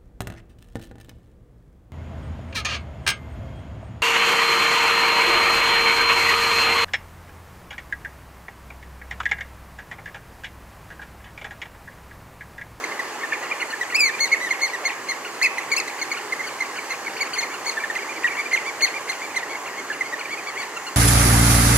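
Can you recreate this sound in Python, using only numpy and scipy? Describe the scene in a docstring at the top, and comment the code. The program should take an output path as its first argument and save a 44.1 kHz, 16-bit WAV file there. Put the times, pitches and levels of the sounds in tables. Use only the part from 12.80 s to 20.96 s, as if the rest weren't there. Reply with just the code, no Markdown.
"""Oystercatchers pipe short, sharp notes on a boulder shore, with low surf behind them.
Each note is one arch of pitch: its harmonics sweep through the fixed resonances of the windpipe,
so soft notes sound on their second harmonic and full ones on their first. Three shrill calls cut in,
and later one bird repeats a soft note. The stones scatter the calls, while countless far bubbles
make the wash of the surf and the fizz and hiss of the water."""
import sys
import numpy as np
from scipy import signal
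from scipy.fft import rfft, irfft, next_fast_len
from scipy.io import wavfile
from scipy.ndimage import uniform_filter1d

SR = 44100
rng = np.random.default_rng(int(sys.argv[2]) if len(sys.argv) > 2 else 0)


def inscribe(sig):
    """Save sig as 16-bit PCM at rate SR to the path in sys.argv[1].

    A 1-D sig is mono; a 2-D sig holds one channel per row.
    Samples are clipped to [-1, 1] before scaling.
    """
    pcm = np.round(np.clip(np.atleast_2d(sig).T, -1, 1) * 32767)
    wavfile.write(sys.argv[1], SR, pcm.astype(np.int16))


N = 359856

# Levels are relative. Gape is how much the open bill lifts the overtones; balance is left minus right.
# piping notes; rasp is the level change before and after the clear whistle:
# (start [s], length [s], top pitch [Hz], level [dB], gape [dB], rasp [dB])
PIPING_NOTES = [(0.038, 0.011, 2110, -26.5, 2, -5), (0.113, 0.018, 1060, -34, -11, -3),
                (0.19, 0.018, 2000, -24.5, -2, -16), (0.431, 0.025, 1834, -26, -12, -13),
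                (0.522, 0.011, 1780, -17.5, -18, -5), (0.531, 0.014, 1132, -29, -7, -3),
                (0.623, 0.022, 1970, -29, -4, -6), (0.714, 0.011, 1215, -22.0, -24, -3),
                (0.803, 0.016, 1450, -24.5, -6, -4), (0.814, 0.017, 2144, -24.5, -5, -8),
                (0.902, 0.022, 1470, -31.0, 0, -1), (0.926, 0.02, 1805, -24.5, -20, -15),
                (1.007, 0.028, 1965, -23.5, -3, -7), (1.107, 0.025, 1450, -33, -5, 6),
                (1.12, 0.022, 1950, -29, -13, -4), (1.338, 0.019, 1200, -32, -4, -3),
                (1.395, 0.074, 2181, -26.5, 10.5, 0.5), (1.514, 0.035, 2185, -17.5, -7, -9),
                (1.603, 0.083, 1995, -27.5, 2.5, -2), (1.705, 0.025, 2128, -21.5, -2, -1.5),
                (1.81, 0.064, 2174, -25.5, 7, 2), (1.932, 0.025, 1982, -24.5, -1, -8),
                (2.05, 0.035, 2160, -23, 3, 0.5), (2.103, 0.013, 1970, -29.0, 0, 1),
                (2.282, 0.045, 2130, -26.0, 6, -8), (2.45, 0.022, 1454, -27.5, -10.5, -5),
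                (2.619, 0.041, 2216, -26.5, 3, -1), (2.781, 0.015, 2060, -26.5, 4, -4),
                (2.914, 0.031, 2253, -20.5, 1.5, -5), (3.076, 0.01, 2070, -27.5, 8, 0),
                (3.188, 0.019, 1520, -33, 3, -3), (3.213, 0.023, 2190, -27, 6.5, -1),
                (3.315, 0.016, 2250, -26, 3, 2), (3.369, 0.019, 1453, -27, -6, -2.5),
                (3.52, 0.018, 2118, -22, -4.5, -9), (3.59, 0.029, 2090, -28.5, -5, -13),
                (3.665, 0.024, 1530, -33.5, 4, -8), (3.801, 0.035, 2108, -25.5, 0, -3),
                (3.962, 0.021, 1515, -28.5, -5, -2), (4.102, 0.031, 2115, -29.5, 7, -1),
                (4.26, 0.025, 2254, -28.5, -10, -1), (4.37, 0.016, 1503, -34.5, 3, 6),
                (4.404, 0.032, 2264, -22, 1.5, -2.5), (4.461, 0.016, 1370, -33.5, 3, -6),
                (4.534, 0.021, 1530, -30, 7.5, 0), (4.578, 0.036, 2142, -29, 11.5, 7),
                (4.621, 0.027, 2160, -28.5, 1, -3), (4.735, 0.022, 1430, -30.0, -3, -8),
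                (4.861, 0.047, 2238, -32.0, 13, 7), (4.966, 0.028, 1775, -24, -11, -16),
                (5.036, 0.013, 1800, -23, -11, -17), (5.098, 0.015, 1860, -25, -5, -15),
                (5.158, 0.016, 2076, -26, -1, 6.5), (5.22, 0.015, 1155, -36, -2, -3),
                (5.36, 0.017, 1166, -35, -6, -2), (5.441, 0.028, 1926, -17.5, -8.5, -3),
                (5.51, 0.022, 1157, -33, -6, -3), (5.588, 0.018, 2220, -26, -12, -14),
                (5.655, 0.022, 1192, -31, -4, -2.5), (5.729, 0.028, 2123, -18.5, 1, 3.5),
                (6.016, 0.045, 2180, -22.5, 11.5, 1.5), (6.293, 0.022, 2098, -26.5, 9, 5.5),
                (6.502, 0.013, 1254, -37, 2, -3), (6.56, 0.023, 2100, -21.5, 4.5, 0.5),
                (6.627, 0.014, 1925, -29.5, -5, -13), (6.749, 0.01, 1100, -31, -8, -3),
                (6.864, 0.015, 1400, -29.5, -4, -1), (7.099, 0.023, 1725, -23.0, -27, -7),
                (7.125, 0.018, 1430, -33, -1, -3), (7.207, 0.019, 2066, -23, -6, -13),
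                (7.323, 0.025, 1926, -27.5, -1, -17), (7.391, 0.017, 1474, -30.5, -3, 4),
                (7.449, 0.013, 1190, -33, -5, -2), (7.576, 0.022, 1255, -33, -6, -3),
                (7.668, 0.034, 1142, -33, -1, -3), (7.805, 0.024, 1503, -34, 4, 0),
                (7.827, 0.011, 2010, -29.5, 9, 0), (7.963, 0.016, 1394, -26.5, -2, -5),
                (8.063, 0.029, 1437, -30.5, 3.5, -13)]
# three shrill calls, a list of points each: (time [s], pitch [Hz], level [dB], gape [dB])
SHRILL_CALLS = [
    [(1.145, 2140, -22, -2), (1.16, 2390, -20, 10), (1.166, 2660, -19.5, 12), (1.178, 2584, -17.5, -6),
     (1.202, 2545, -17.5, 10), (1.208, 2367, -17.5, 13), (1.235, 2315, -21.5, 5.5), (1.285, 2040, -26.5, 8),
     (1.302, 1680, -23.5, -5)],
    [(2.615, 1890, -22.5, -2), (2.629, 2180, -22, 9.5), (2.633, 2550, -15, 3), (2.641, 2657, -13, 2.5),
     (2.657, 2490, -14, -7), (2.662, 2175, -21, 1), (2.67, 2000, -18.5, -8), (2.678, 1900, -31, -2)],
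    [(2.957, 1930, -40, 0), (2.964, 2090, -33, 18), (2.972, 2310, -30, 14), (2.974, 2600, -22, 8),
     (2.982, 2680, -19.5, 11), (2.998, 2530, -24, 4), (3.002, 2180, -26, 10.5), (3.017, 1790, -32, 2)],
]
# how hard the trilling bird calls: (time [s], level [dB], top pitch [Hz])
TRILL_EFFORT = [(4.7, -39, 1140), (5.28, -34.5, 1200), (5.57, -28, 1172), (5.85, -30.5, 1160),
                (6.13, -31.5, 1190), (6.41, -34, 1170), (6.7, -33.5, 1124), (6.96, -36, 1092),
                (7.23, -39, 1080), (7.5, -30, 1140), (7.77, -30, 1135)]
# resonances, where the windpipe rings: (frequency [Hz], width [Hz], level [dB])
WINDPIPE_RESONANCES = [(2150, 990, 2), (4460, 420, -8), (6520, 710, -12.5), (8950, 460, -27),
                       (10200, 3000, -26.5), (13300, 1700, -31), (15300, 900, -38)]
# what passes between the resonances: (frequency [Hz], level [dB])
WINDPIPE_FLOOR = [(1000, -57), (7000, -18.5), (9000, -33.5), (16000, -48)]
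# which side the calls lean to: (frequency [Hz], balance [dB])
BIRD_BALANCE = [(2500, -1), (4400, 8), (6500, -5.5), (9000, 1)]
# how long the shore echoes: (frequency [Hz], time to fade by 60 dB [s])
SHORE_DECAY = [(500, 0.22), (2300, 0.58), (4500, 0.23), (9000, 0.21), (15000, 0.16)]
# tone of the surf: (frequency [Hz], level [dB])
SURF_SPECTRUM = [(15, -72), (25, -42), (49, -66), (109, -16.5), (196, -15.5), (297, -5), (423, -1.5),
                 (628, -6), (806, -4), (1100, -1), (1300, -4), (1530, -1.5), (2100, -3.5), (2430, -9),
                 (3600, -18), (4680, -32), (7920, -120)]
# humps and dips in that tone: (frequency [Hz], width [Hz], level [dB])
SURF_HUMPS = [(410, 190, 0.5), (600, 180, 0.5), (812, 95, 3.5), (1090, 190, 2.5), (1485, 170, -4.5),
              (2170, 300, -2)]
# loudness of the surf: (time [s], level [dB])
SURF_LEVEL = [(0.0, -32.5), (1.07, -34.5), (4.79, -33.5), (8.14, -35), (8.16, -36)]
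# tone of water fizzing as it drains among the stones: (frequency [Hz], level [dB])
FIZZ_SPECTRUM = [(1760, -20.5), (3000, -3.5), (3210, -14.5), (3870, -6.5), (4350, 0), (4790, -0.5),
                 (5700, -3.5), (6490, 0), (7610, -2.5), (8620, -8), (13800, -13.5), (15600, -19.5)]
# loudness of the fizz: (time [s], level [dB])
FIZZ_LEVEL = [(0.0, -43.5), (1.66, -42.5), (2.18, -44), (3.02, -42), (6.57, -43), (6.77, -44), (8.16, -44)]
# tone of a thin hiss of water: (frequency [Hz], level [dB])
HISS_SPECTRUM = [(2500, -40), (5400, -22), (6300, -1), (7000, 0), (7700, -7), (8800, -25), (15000, -45)]
# the hiss swells unevenly: (time [s], level [dB])
HISS_LEVEL = [(0, -58), (1.5, -53), (2.6, -60), (4.5, -57), (5.7, -48), (7.2, -53), (8.16, -49)]
# how alike the water sounds left and right: (frequency [Hz], likeness [0-1])
WATER_LIKENESS = [(30, .8), (100, 0.98), (400, 0.98), (1000, 0.93), (2200, 0.67), (4000, 0.62), (8000, .35),
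                  (15000, .35)]
# which side the water leans to: (frequency [Hz], balance [dB])
WATER_BALANCE = [(40, -3), (150, -0.7), (700, -3), (1500, -0.4), (4000, -1.5), (12000, -1)]
# how far the wave at the left microphone is ahead: (frequency [Hz], phase lead [rad])
MIC_PHASE = [(100, 0.18), (700, -0.19), (1400, -0.33), (2300, -0.59), (4300, -2.03), (6500, -1.59),
             (15000, -1.63)]

REST_HZ, TOP_HZ = 857.6, 15800  # foot of each arch of pitch; upper limit of the whole sound


def piping_note(start_s, length_s, top_hz, level_db, gape_db, rasp_db,
                rise_share=.297, lead_s=.008, tail_s=.021):
    """Air pressure arches up and down, carrying the pitch: a rasp, a clear whistle, a falling tail."""
    rise_s = rise_share * length_s
    fall_s = length_s - rise_s
    t = np.arange(-rise_s - 4 * lead_s, fall_s + 3 * tail_s, 1 / SR)  # zero at the top of the arch
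    half_s = np.where(t < 0, rise_s, fall_s)
    linger_s = np.where(t < 0, lead_s, tail_s)
    arch = .47 / (1 + abs(t / half_s) ** 4.45)
    low_register = .53 * np.exp(-np.maximum(abs(t) - half_s, 0) / linger_s)
    pressure = arch + low_register
    pitch = REST_HZ + (top_hz - REST_HZ) * pressure
    whistle_pressure = np.where(t < 0, .918, .73)  # the whistle catches late and lets go late
    slack = 1 / (1 + np.exp((pressure - whistle_pressure) / .024))  # 0 = whistle, 1 = rasp
    falter_db = -5.5 * np.sin(np.pi * slack) * (t > 0)  # a dip as the whistle lets go
    loud_db = level_db + 1.01 * 20 * np.log10(pressure) + rasp_db * slack + falter_db
    closing_db = -4 * (1 - pressure)  # the bill is wide open only at the top
    second_db = gape_db + .74 + closing_db
    treble_db = .76 * gape_db + closing_db
    note = voice_box(pitch, loud_db, second_db, treble_db, slack) * signal.windows.tukey(len(t), .15)
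    return start_s + rise_s + t[0], sides(-.3)[:, None] * note


def shrill_call(points):
    """A longer note whose pitch jumps up to a higher register and drops back."""
    times, *curves = np.transpose(points)
    t = np.arange(times[0] - .002, times[-1] + .002, 1 / SR)
    fade = np.clip(np.minimum(t - t[0], t[-1] - t) / .003, 0, 1)
    pitch, level_db, gape_db = (np.interp(t, times, curve) for curve in curves)
    call = voice_box(pitch, level_db, gape_db + 2.5, gape_db - 1, jitter=.003, shimmer_db=.8)
    return t[0], sides(-.5)[:, None] * fade * call


def trill(count=12, first_s=4.706, gap_s=.293, quicken_s=.0028, length_s=.037, gape_db=-3, rasp_db=-.5):
    """One soft note repeats and slowly quickens, its level and pitch following the bird's effort."""
    starts = first_s + np.cumsum([0] + [gap_s - quicken_s * k for k in range(count - 1)])
    times, level_db, pitch = np.transpose(TRILL_EFFORT)
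    return [(s, length_s, np.interp(s, times, pitch), np.interp(s, times, level_db), gape_db, rasp_db)
            for s in starts]


def chatter(count=8, from_s=.05, to_s=4.6, level_db=-35, gape_db=-4, rasp_db=-2.5):
    """Faint low notes at loose intervals, before the trill gets going."""
    notes = []
    for k in range(count):
        start_s = from_s + (to_s - from_s) * (k + rng.random()) / count
        length_s, top_hz = rng.uniform(.018, .035), rng.uniform(1100, 1450)
        notes.append((start_s, length_s, top_hz, level_db, gape_db, rasp_db))
    return notes


def voice_box(pitch, level_db, second_db, treble_db, slack=0., jitter=.0048, shimmer_db=1.4):
    """Vibrating membranes make harmonics (multiples of the pitch); when slack, they buzz roughly."""
    size = len(pitch)
    pitch = pitch * (1 + jitter * wander(size, 254) + .028 * slack * wander(size, 406))
    phase = 2 * np.pi * (np.cumsum(pitch) / SR + rng.random())
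    harmonic = np.arange(1, 10)[:, None]
    hz = harmonic * pitch
    # slackness weakens the first harmonic and the high ones, leaving a buzz near 2-3 kHz
    slack_db = -6 * slack * np.where(harmonic == 1, 1, np.interp(hz, [3000, 3800], [0, 1]))
    flicker_db = (1.94 + 2.5 * slack) * np.array([wander(size, 160.8) for _ in harmonic])
    gain = windpipe(hz, second_db, treble_db) * amp(slack_db + flicker_db) * (hz < TOP_HZ)
    loudness = np.sqrt(2) * amp(level_db + shimmer_db * wander(size, 163.6))
    return loudness * (gain * np.sin(harmonic * phase)).sum(0)


def windpipe(hz, second_db, treble_db):
    """The air column rings at fixed frequencies; the bill lifts or dims its second one and the treble."""
    power = sum(amp(db) ** 2 / (1 + (2 * (hz - centre) / width) ** 2) ** 2
                for centre, width, db in WINDPIPE_RESONANCES)
    power += amp(curve_at(WINDPIPE_FLOOR, hz)) ** 2
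    second_band = np.interp(hz, [2700, 4000, 5000, 6000], [0, 1, 1, 0])
    treble_band = np.interp(hz, [5000, 6000], [0, 1])
    return np.sqrt(power) * amp(second_band * second_db + treble_band * treble_db)


def birds():
    """All the calls together, with some overtones leaning left and others right."""
    calls = np.zeros((2, N))
    for note in list(PIPING_NOTES) + chatter():
        add(calls, *piping_note(*note))
    for note in trill():  # these slide up slowly and end quickly
        add(calls, *piping_note(*note, rise_share=.6, lead_s=.028, tail_s=.008))
    for points in SHRILL_CALLS:
        add(calls, *shrill_call(points))
    size = next_fast_len(N)
    lean = sides(curve_at(BIRD_BALANCE, np.fft.rfftfreq(size, 1 / SR)))
    return irfft(rfft(calls, size) * lean, size)[:, :N]


def boulder_echoes(calls, near_db=-12, near_s=.008, near_count=14, far_db=-18, far_per_s=2000):
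    """Stones near the birds throw back a few quick echoes; the wider shore adds a thin tail."""
    near = np.zeros((2, SR))
    delays = ((.001066 + near_s * rng.exponential(1, near_count).clip(0, 4)) * SR).astype(int)
    near[:, delays] = rng.standard_normal((2, near_count)) * np.exp(-delays / SR / near_s / 2)
    bounces = rng.choice([-1., 1.], (2, SR)) * (rng.random((2, SR)) < far_per_s / SR)
    hz, t, bands = signal.stft(bounces, SR, nperseg=256)
    decay = amp(-60 * t / curve_at(SHORE_DECAY, hz)[:, None])
    build_up = 1 - np.exp(-t / .0081)
    far = signal.istft(bands * decay * build_up, SR, nperseg=256)[1][:, :SR]
    echoes = amp(near_db) * near / np.linalg.norm(near[0]) + amp(far_db) * far / np.linalg.norm(far[0])
    return signal.fftconvolve(calls, echoes, axes=1)[:, :N]


def water(spectrum, levels, humps=(), patchy_db=1.5):
    """Countless far bubbles merge into noise with drifting louder patches, a little to the right."""
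    frames, hz = N // 512 + 5, np.fft.rfftfreq(2048, 1 / SR)
    draws = rng.standard_normal((5, frames, len(hz)))
    left, unrelated = draws[0] + 1j * draws[1], draws[2] + 1j * draws[3]
    likeness = curve_at(WATER_LIKENESS, hz)
    right = likeness * left + np.sqrt(1 - likeness ** 2) * unrelated
    patches = uniform_filter1d(draws[4], size=8, axis=0)  # smooth over time
    patches = unit(uniform_filter1d(patches, size=16, axis=1))  # then over frequency
    humps_db = sum(db / (1 + (2 * (hz - centre) / width) ** 2) for centre, width, db in humps)
    tone = amp(curve_at(spectrum, hz) + humps_db + patchy_db * patches)
    bands = np.array([left, right]) * tone * sides(curve_at(WATER_BALANCE, hz))[:, None]
    noise = signal.istft(bands.transpose(0, 2, 1), nperseg=2048, noverlap=1536)[1][:, :N]
    return unit(noise) * amp(np.interp(np.arange(N) / SR, *np.transpose(levels)))


def amp(db):
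    """Turns decibels into a number to multiply by."""
    return 10 ** (np.asarray(db) / 20)


def unit(x):
    """Scales a signal to an average power of 1."""
    return x / np.sqrt(np.mean(x ** 2) + 1e-20)


def curve_at(points, hz):
    """Joins (frequency, value) points with lines, giving each octave equal room."""
    frequencies, values = np.transpose(points)
    return np.interp(np.log(hz + 1), np.log(frequencies + 1), values)


def add(mix, start_s, sound):
    """Mixes in a stereo sound, cutting off whatever falls outside the mix."""
    start = round(start_s * SR)
    sound = sound[:, max(-start, 0):]
    part = mix[:, max(start, 0):][:, :sound.shape[1]]
    part += sound[:, :part.shape[1]]


def wander(size, rate_hz):
    """A smooth random wobble, about 1 in size, up to about the given rate."""
    position = np.arange(size) * 2 * rate_hz / SR
    return 1.2 * np.interp(position, np.arange(1000), rng.standard_normal(1000).clip(-2, 2))


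def sides(balance_db):
    """Left and right gains; a positive balance leans left."""
    return np.array([amp(balance_db / 2), amp(-balance_db / 2)])


def scene():
    """The birds and their echoes over surf and draining water."""
    calls = birds()
    surf = amp(.8) * water(SURF_SPECTRUM, SURF_LEVEL, SURF_HUMPS, patchy_db=1.22)
    fizz = amp(1.6) * water(FIZZ_SPECTRUM, FIZZ_LEVEL)
    hiss = water(HISS_SPECTRUM, HISS_LEVEL)
    return calls + boulder_echoes(calls) + surf + fizz + hiss


def record(dry, wind_cut_hz=70):
    """Two close microphones, the right mostly hearing first; filters cut rumble and the top treble."""
    size = next_fast_len(N)
    hz = np.fft.rfftfreq(size, 1 / SR)
    phase_turn = np.exp(.5j * curve_at(MIC_PHASE, hz))
    wind_filter = hz / np.hypot(hz, wind_cut_hz)
    heard = irfft(rfft(dry, size) * np.array([phase_turn, 1 / phase_turn]) * wind_filter, size)[:, :N]
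    treble_cut = signal.firwin(511, TOP_HZ, window=("kaiser", 9), fs=SR)
    return signal.oaconvolve(heard, treble_cut[None], "same")


dry = scene()
out = record(dry)
inscribe(out)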